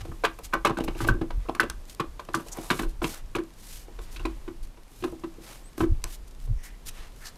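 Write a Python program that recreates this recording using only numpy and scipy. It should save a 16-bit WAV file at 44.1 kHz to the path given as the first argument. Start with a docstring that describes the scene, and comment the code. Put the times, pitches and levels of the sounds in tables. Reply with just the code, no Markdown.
"""Feet and rails knock on wood and ring as someone climbs a wooden ladder on a frame of big logs outdoors.
Each knock excites decaying modes, dense cracking noise and a short snap; the logs scatter dull echoes.
Short bright ticks are noise puffs, and cloth, soles and hands rub as swelling strokes of grainy noise.
Wind thuds on the microphone as lumpy low noise, a faint bird chirps once as a gliding sine,
and shaped noise gives a faint airy hiss."""
import sys
import numpy as np
from scipy import signal
from scipy.fft import rfft, irfft, next_fast_len
from scipy.io import wavfile

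SR = 44100
rng = np.random.default_rng(int(sys.argv[2]) if len(sys.argv) > 2 else 0)


def digitize_waveform(pressure):
    """Quantize a signal to 16-bit integers and store it at the path in sys.argv[1].

    Rows of a 2-D input are taken as channels; values are limited to [-1, 1].
    """
    field = np.atleast_2d(pressure).T
    bounded = np.clip(field, -1, 1)
    quanta = np.round(bounded * 32767).astype(np.int16)
    wavfile.write(sys.argv[1], SR, quanta)


def magnitude_from_level(level_db):
    """Linear magnitude for a level in decibels (20 dB per decade)."""
    exponent = np.asarray(level_db, float) / 20
    return 10 ** exponent


N = 325017   # length in samples

# blows on the wood, with relative levels: start_s, contact_level_db (around the contact pitch),
# contact_pitch_octaves (over 1 kHz), low_level_db (low ladder modes), top_level_db (hard top and snap)
BLOWS = [(0.05, -33, -0.68, -39, -42), (0.082, -36, -1.4, -38, -57), (0.115, -37, -0.37, -41, -60),
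         (0.237, -10.5, -0.46, -30.5, -23.5), (0.247, -19.5, 0.22, -42, -18),
         (0.256, -29, -0.46, -37, -34.5), (0.387, -31, -0.54, -50, -43.5), (0.526, -31, -0.013, -50, -41),
         (0.534, -13.5, -0.11, -27, -24), (0.545, -28, -0.87, -37, -56), (0.563, -37, -1.1, -38, -59),
         (0.648, -10, -0.37, -22.5, -19), (0.658, -24, -0.65, -47.5, -25.5),
         (0.669, -19, -0.11, -21.5, -23.5), (0.694, -18, -0.41, -22.5, -33.5), (0.77, -30, 0.46, -25, -33),
         (0.785, -21, -0.73, -41, -43), (0.801, -29.5, -0.37, -24, -33), (0.838, -22.5, -1.66, -28.5, -37),
         (0.878, -25, -0.42, -27, -35), (0.95, -33.5, -0.75, -33.5, -44), (1.004, -24, -0.26, -24, -40),
         (1.045, -25.5, -0.4, -27, -35), (1.071, -18, -1.43, -54, -37), (1.086, -18, 0.11, -19, -25.5),
         (1.145, -43, -0.34, -28, -57), (1.212, -27, -0.53, -22, -40.5), (1.304, -31, -0.38, -43, -40.5),
         (1.453, -35.5, -0.54, -63, -59), (1.486, -21, -0.78, -27, -38), (1.549, -28.5, -0.044, -37, -35),
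         (1.597, -8.5, 0.95, -24, -22), (1.604, -21.5, -0.3, -37, -23.5), (1.63, -21.5, -0.48, -23.5, -31),
         (1.698, -33, 0.23, -46, -37), (1.997, -19.5, -0.04, -25, -26), (2.194, -27, -0.46, -49, -36),
         (2.287, -32, -0.52, -36.5, -43), (2.342, -17, .3, -22, -29), (2.394, -33, -0.33, -38.5, -46),
         (2.462, -35, -0.75, -46, -48), (2.571, -28, -0.45, -40, -42), (2.583, -29.5, -1.4, -29.5, -42),
         (2.702, -13.5, 0.099, -19.5, -17), (2.712, -36, .2, -36, -22.5),
         (2.722, -27.5, -0.065, -23.5, -33), (2.791, -22.5, 0, -22.5, -28), (2.831, -36, .2, -27, -38),
         (3.017, -22, -0.46, -23, -35), (3.041, -25, -0.3, -21, -26), (3.35, -22, 0.12, -20, -25),
         (3.361, -22, -0.65, -23, -29.5), (3.384, -31.5, 0.29, -21.5, -38), (3.881, -24, -1.87, -46, -60),
         (3.988, -34, -0.55, -45, -43.5), (4.161, -45, 0.11, -45, -34), (4.195, -35.5, -0.3, -42, -40),
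         (4.252, -22, -0.27, -22, -29.5), (4.478, -33.5, -0.31, -29, -46.5),
         (4.772, -42.5, -0.61, -49.5, -53), (5.023, -50, -0.11, -26.5, -43),
         (5.038, -21, -0.36, -17.5, -29), (5.073, -31, -0.58, -32, -48), (5.123, -29, -1.1, -32.5, -61),
         (5.236, -31, -0.31, -26, -42.5), (5.382, -32, -1.7, -40, -68), (5.779, -32.5, -0.25, -27.5, -45),
         (5.805, -18.5, -0.47, -15.5, -33.5), (5.832, -31, -0.058, -19.5, -39),
         (6.039, -28.5, -0.24, -42.5, -54), (6.472, -41, -0.86, -67, -59)]
# change of the wood's response during the climb, the free ladder singing more higher up:
# time_s, low_mode_gain_db, low_thud_gain_db
CLIMB_RESPONSE = [(0, 0.5, -0.5), (2.5, -1.5, 4), (4.0, 2, -12.5), (7.37, 2, -1.5)]
LOW_UNDER_HZ, TOP_OVER_HZ = 400, 2150   # limits of the low modes and of the hard top


def rms_one(x):
    """Normalization: scales a signal to unit root-mean-square."""
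    return x / np.sqrt(np.mean(x ** 2) + 1e-20)


def in_time(rows):
    """Linear interpolation: turns rows of time and values into one curve per value column."""
    s, *columns = np.transpose(rows)
    return [np.interp(np.arange(N) / SR, s, column) for column in columns]


def band(x, low_hz, high_hz, order=2):
    """Band-pass filtering: a Butterworth filter passes the range between two corners."""
    corners = [low_hz, min(high_hz, .45 * SR)]
    return signal.sosfilt(signal.butter(order, corners, "band", fs=SR, output="sos"), x)


def flicker(per_s, depth_db):
    """Random amplitude modulation: a gain glides between normally distributed levels in dB."""
    knots = rng.standard_normal(int(N / SR * per_s) + 2)
    return magnitude_from_level(depth_db * np.interp(np.arange(N) / SR * per_s, np.arange(len(knots)), knots))


def struck_db(hz):
    """Contact spectrum: a blow excites low modes, a hump around its contact pitch, and a hard top."""
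    contact_fall_db = 14   # loss one octave from the contact pitch, growing with the square
    _, contact_db, octave, low_db, top_db = np.transpose(BLOWS)[:, :, None]
    middle_db = contact_db - contact_fall_db * (np.log2(hz / 1000) - octave) ** 2
    upper_db = np.where(hz > TOP_OVER_HZ, top_db, middle_db)
    return np.where(hz < LOW_UNDER_HZ, low_db, upper_db)


def knocks(lift_db=-3.0, spread_db=4.0, detune=0.023, rise_s=0.0025, longest_bounce_s=.012):
    """Modal synthesis: each blow, on another rung or log, excites decaying sines of varied strength."""
    # modes of ladder and logs: pitch_hz (before detuning), level_db (relative), t60_s
    wood_modes = [(205.4, -25, 0.26), (255.3, -11, 0.24), (328.5, -1.5, 0.21), (361.2, -2, 0.13),
                  (466, -3, 0.06), (550, -9, 0.064), (695, -13, 0.077), (994, 1, 0.034), (1074, -5, 0.068),
                  (1178, 6.5, 0.023), (1535, 12.5, 0.016), (1621, 7, 0.032), (2000, -14.5, 0.028),
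                  (2275, 10.5, 0.011), (2673, 8.5, 0.012), (2992, -6, 0.013), (3493, -1.5, 0.0076),
                  (4000, -3, 0.016)]
    hz, mode_db, t60 = np.transpose(wood_modes)
    starts = np.array(BLOWS)[:, 0]
    low = hz < LOW_UNDER_HZ
    size = SR // 3
    t, out = np.arange(size) / SR, np.zeros(N + 2 * size)
    decay = np.exp(-np.log(1000) * np.outer(1 / t60, t)) * (1 - np.exp(-t / rise_s))
    blow_db = struck_db(hz) + mode_db + lift_db
    blow_db += np.outer(in_time(CLIMB_RESPONSE)[0][(starts * SR).astype(int)], low)
    luck = rng.standard_normal((len(starts), 3, len(hz)))
    lags = rng.random((len(starts), 3))
    local = np.clip(hz / 1500, 0, 1)   # the long low modes belong to the whole ladder and vary less
    for s, db, (strength, shift, sign), lag in zip(starts, blow_db, luck, lags):
        pitch = hz * (1 + detune * shift * local)
        strengths = magnitude_from_level(db + spread_db * strength * local) * np.sign(sign)
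        modes = decay * np.sin(2 * np.pi * np.outer(pitch, t))
        heavy = (strengths * low) @ modes
        ringing = (strengths * ~low) @ modes
        # the contact chatters, but the low modes are too slow to feel it
        out[int(s * SR):int(s * SR) + size] += heavy
        bounce_gains = magnitude_from_level(-11.25 - 7.5 * lag)   # later bounces are weaker
        for late, gain in zip([0, *lag], [1, *bounce_gains]):
            at = int((s + longest_bounce_s * late) * SR)
            out[at:at + size] += gain * ringing
    return out[:N]


def cracks(rise_s=0.0029):
    """High modal density: the same blows set off dry noise that dies band by band, in uneven spurts."""
    # groups of modes too dense to tell apart: low_hz, high_hz, level_db (relative), t60_s
    dense_modes = [(370, 750, -7.5, 0.06), (120, 396, -9, 0.18), (800, 1306, -10, 0.091),
                   (1180, 1740, -7.5, 0.07), (1900, 3870, -6, 0.043)]
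    at = (np.array(BLOWS)[:, 0] * SR).astype(int)
    out, spurts = 0, flicker(per_s=250, depth_db=4.5)
    thud_db = in_time(CLIMB_RESPONSE)[1]
    centres_hz = np.array([np.sqrt(low * high) for low, high, *_ in dense_modes])
    for (low_hz, high_hz, db, t60), blow_db in zip(dense_modes, struck_db(centres_hz).T):
        power = np.full(N, 1e-18)
        power[at] = magnitude_from_level(2 * (blow_db + db))
        fall, rise = magnitude_from_level(-120 / (t60 * SR)), np.exp(-1 / (rise_s * SR))
        power = signal.lfilter([1 - rise], np.convolve([1, -fall], [1, -rise]), power)
        height = magnitude_from_level(thud_db * (low_hz < 200))   # only the lowest group follows the low thud
        noise = rms_one(band(rng.standard_normal(N) * spurts, low_hz, high_hz))
        out = out + height * np.sqrt(abs(power)) * noise
    return out


def ticks(width=1.91, lift_db=-2.0, rise_s=0.00035):
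    """Impulsive noise: bright ticks, and a snap after each knock, are decaying band-passed puffs."""
    # short bright ticks, some alone and some sharpening a knock:
    # start_s, level_db (relative), centre_hz, t60_s
    bright_ticks = [(0.389, -33, 10400, 0.012), (0.4517, -34.5, 4530, 0.028), (0.537, -28, 8680, 0.018),
                    (0.6503, -18, 6000, 0.018), (0.785, -29.5, 5100, 0.018), (0.846, -29.5, 11900, 0.026),
                    (1.076, -27, 10700, 0.041), (1.5504, -22.5, 4600, 0.0076), (1.6014, -8, 4240, 0.0083),
                    (1.699, -14.5, 5370, 0.01), (2.25, -40, 4000, 0.025), (1.8962, -34, 4000, 0.058),
                    (1.948, -29.5, 7730, 0.0091), (2.3348, -30, 5250, 0.016), (2.3466, -21, 4230, 0.06),
                    (2.4842, -31, 4200, 0.024), (2.5208, -38.5, 6920, 0.11), (2.571, -25.5, 11400, 0.0064),
                    (5.7794, -27, 7000, 0.012), (6.0405, -8, 4500, 0.0067), (6.3093, -42.5, 4140, 0.032)]
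    # each snap comes 2.7 ms after its knock, 4 dB under the level of the hard top
    snaps = [(s + 0.0027, top_db - 4, 4230, 0.047) for s, *_, top_db in BLOWS]
    rows = list(bright_ticks) + snaps
    size = 4096
    out, t = np.zeros(N + size), np.arange(size) / SR
    noise = rng.standard_normal((len(rows), size))
    for (s, db, hz, t60), puff in zip(rows, noise):
        envelope = magnitude_from_level(db + lift_db - 60 * t / t60) * (1 - np.exp(-t / rise_s))
        at = int(s * SR)
        out[at:at + size] += band(puff, hz / width, hz * width, order=1) * envelope
    return out[:N]


def grit(per_s=7.4, level_db=-49.5, spread_db=2.0, decay_s=0.0017):
    """Random point process: stray faint clicks of wood and grit, each a decaying puff of noise."""
    born = rng.random(N) < per_s / SR
    sizes = magnitude_from_level(level_db + spread_db * np.minimum(rng.exponential(1, N), 3))
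    puffs = signal.lfilter([1], [1, -np.exp(-1 / (decay_s * SR))], born * sizes + 1e-18)
    return band(puffs * rng.standard_normal(N), 840, 7600, order=1)


def rubs(edge=0.72):
    """Friction noise: cloth, soles and hands make grainy band-passed strokes that swell and stop."""
    # cloth swishing, bright and wide: start_s, length_s, swell_share (of the length, held to
    # 0.05-0.95 below), level_db (before the swell)
    cloth_swishes = [(0, 1, 0.07, -62.5), (0.431, 0.044, .3, -42.5), (.7, 0.42, 0.44, -75),
                     (0.835, 0.012, 0.42, -43), (0.968, 0.083, 0.84, -46.5), (1.062, 0.048, 0.36, -43.5),
                     (1.863, 0.087, 0.7, -51.5), (2.348, 0.12, .2, -52.5), (2.45, 0.068, 0.52, -51),
                     (2.53, 0.33, 0.8, -43.5), (2.883, 0.04, 0.21, -53), (3.023, 0.18, 0.065, -40.5),
                     (3.553, 0.31, 0.58, -47), (4.007, 0.058, 0.55, -53.5), (4.105, 0.069, 0.3, -51),
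                     (4.626, 0.03, 0.24, -51.5), (4.876, 0.3, 0.47, -55), (5.404, 0.24, 0.25, -51.5),
                     (5.764, 0.097, 0.44, -47.5), (6.058, 0.11, 0.74, -46), (6.265, 0.032, .45, -57),
                     (6.383, 0.084, 1, -56.5), (6.624, 0.076, 0.28, -48), (6.854, 0.047, 0.7, -37),
                     (6.923, 0.085, 0.37, -59.5), (7.139, 0.17, 0.89, -52.5)]
    # soles and hands scraping wood: start_s, length_s, level_db (before the swell), low_hz, high_hz
    wood_scrapes = [(0, 0.024, -43.5, 395, 2840), (0.965, 0.1, -43, 900, 3100),
                    (1.373, 0.123, -58.5, 500, 2400), (2.427, 0.35, -48, 600, 1140),
                    (2.515, 0.027, -37, 5930, 7100), (.76, 0.38, -58.5, 300, 2940),
                    (3.05, 0.17, -47, 304, 2040), (3.834, 0.65, -57, 300, 2550),
                    (5.4, 0.19, -49, 249, 2100), (6.033, 0.084, -53, 500, 1900),
                    (6.546, 0.12, -63, 5300, 6000), (6.564, 0.2, -53.5, 1770, 2210),
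                    (6.912, 0.19, -50.5, 800, 3000), (7.195, 0.12, -49, 1370, 1980),
                    (7.242, 0.056, -44, 3740, 5900)]
    strokes = [(*row, 2130, 13500) for row in cloth_swishes]
    strokes += [(s, length, 0.52, *rest) for s, length, *rest in wood_scrapes]   # 0.52: swell share
    out, noise = np.zeros(N), rng.standard_normal(N) * flicker(per_s=240, depth_db=2.5)
    for s, length, swell, db, low_hz, high_hz in strokes:
        part = slice(int(s * SR), min(int((s + length) * SR), N))
        stroke = rms_one(band(noise[part], low_hz, high_hz, order=1))
        peak_at = np.clip(swell, .05, .95)
        shape = np.interp(np.linspace(0, 1, len(stroke)), [0, peak_at, 1], [0, 1, 0])
        out[part] += magnitude_from_level(db) * shape ** edge * stroke
    return out


def log_frame(x, t60_s=0.18, level_db=-15.5):
    """Diffuse scattering: convolution with a short dull noise tail gives echoes off the beams."""
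    t = np.arange(SR // 2) / SR
    tail = band(rng.standard_normal(len(t)), 470, 3850, order=1)
    tail = tail * magnitude_from_level(-60 * t / t60_s) * (t > .004)   # silent for the first 4 ms
    return magnitude_from_level(level_db) * signal.fftconvolve(x, tail / np.sqrt(np.sum(tail ** 2)))[:N]


def wind(evenness=0.63):
    """Turbulent pressure at the microphone: lumpy low noise, partly evened to follow the gusts."""
    # base wind, slowly varying: time_s, thud_level_db
    base_wind = [(0, -42), (.6, -41), (1.2, -34.5), (1.6, -43), (2.4, -47.5), (3.1, -37), (3.65, -48),
                 (4.1, -35), (4.9, -49), (5.6, -44.5), (6, -49), (6.45, -35), (6.8, -55.5), (7.37, -45)]
    # gusts that slap the microphone: peak_s, thud_level_db, flutter_level_db
    gust_peaks = [(0.022, -60, -33), (0.1, -55, -34), (0.45, -29, -64), (0.88, -39, -40), (1.041, -40, -27),
                  (1.111, -20, -23), (1.22, -42, -36.5), (1.379, -28, -37.5), (1.7, -33, -57),
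                  (1.8, -30, -54), (2.09, -36, -60), (2.36, -44, -44), (2.868, -21.5, -39),
                  (3.37, -51, -42), (4.21, -32, -44), (4.64, -28, -62), (5.03, -53, -40),
                  (5.13, -45, -41.5), (5.82, -29, -25), (5.92, -17, -23.5), (5.98, -28, -44),
                  (6.05, -33, -42), (6.22, -39, -65), (6.51, -31.5, -30.5), (6.569, -28.5, -72),
                  (6.731, -31.5, -66), (6.889, -35, -51), (7.001, -38, -56)]
    thud_rise_db_per_s, thud_fall_db_per_s = 421, 302
    # base level against the thud, pace of gusts against the thud, low_hz, high_hz
    thud, flutter = (0, 1, 14, 48), (-18, 1.6, 55, 140)
    out, buffets, t = 0, flicker(per_s=12, depth_db=3.5), np.arange(N) / SR
    base_db, = in_time(base_wind)
    s, *peaks = np.transpose(gust_peaks)
    for (offset_db, pace, low_hz, high_hz), peak_db in zip((thud, flutter), peaks):
        gain = magnitude_from_level(base_db + offset_db)
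        for at, db in zip(s, peak_db):
            drop_db = np.maximum(thud_rise_db_per_s * (at - t), thud_fall_db_per_s * (t - at))
            gain = gain + magnitude_from_level(db - pace * drop_db)
        # one extra second lets the filters settle
        lumps = band(rng.standard_normal(N + SR), low_hz, high_hz)
        envelope = abs(signal.hilbert(lumps, next_fast_len(N + SR))[:N + SR])
        evened = band(lumps / envelope ** evenness, low_hz, high_hz)[SR:]
        out = out + gain * rms_one(buffets * evened)
    return out


def bird():
    """Frequency modulation: one thin sine whistle rises, then dips slightly."""
    # the whistle: time_s, pitch_hz, level_db (rms)
    whistle = [(5.635, 7500, -65), (5.663, 8300, -56), (5.69, 8141, -61)]
    hz, db = in_time(whistle)
    on, off = whistle[0][0], whistle[-1][0]
    gate = np.interp(np.arange(N) / SR, [on - .006, on, off, off + .006], [0, 1, 1, 0])
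    return np.sqrt(2) * gate * magnitude_from_level(db) * np.sin(2 * np.pi * np.cumsum(hz) / SR)


def air(level_db=-55):
    """Spectral shaping: white noise filtered to a broad spectrum makes a gently wandering hiss."""
    # shape of the hiss: pitch_hz, density_db (per Hz, relative)
    hiss_spectrum = [(59, -19), (100, 3.5), (381, -3.5), (662, -8), (1010, -9), (1420, -14), (10700, -23),
                     (14100, -25.5), (16000, -31)]
    size = next_fast_len(N)
    hz, db = np.transpose(hiss_spectrum)
    bins = np.fft.rfftfreq(size, 1 / SR) + 1   # 1 Hz added to keep the logarithm finite
    gain_db = np.interp(np.log(bins), np.log(hz), db, left=-90, right=-90)
    hiss = irfft(rfft(rng.standard_normal(size)) * magnitude_from_level(gain_db), size)[:N]
    return magnitude_from_level(level_db) * rms_one(hiss) * flicker(per_s=2.3, depth_db=1.2)


def scene():
    """Superposition: direct sounds, echoes and background add up in one channel."""
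    blows = knocks() + cracks() + rubs()
    snaps = ticks() + grit()
    echoes = log_frame(blows + magnitude_from_level(-1.5) * snaps)   # small snaps are near and wake less echo
    return (blows + snaps + echoes + wind() + bird() + air())[None]


def top_cut(x):
    """Nothing passes above the cut-off."""
    return signal.sosfilt(signal.butter(12, 16520, fs=SR, output="sos"), x)


def record(dry):
    """Low-pass response: the microphone rolls off at the very top, above 14.2 kHz."""
    heard = signal.sosfilt(signal.butter(8, 14200, fs=SR, output="sos"), dry)
    return top_cut(heard)


dry = scene()
out = record(dry)
digitize_waveform(out)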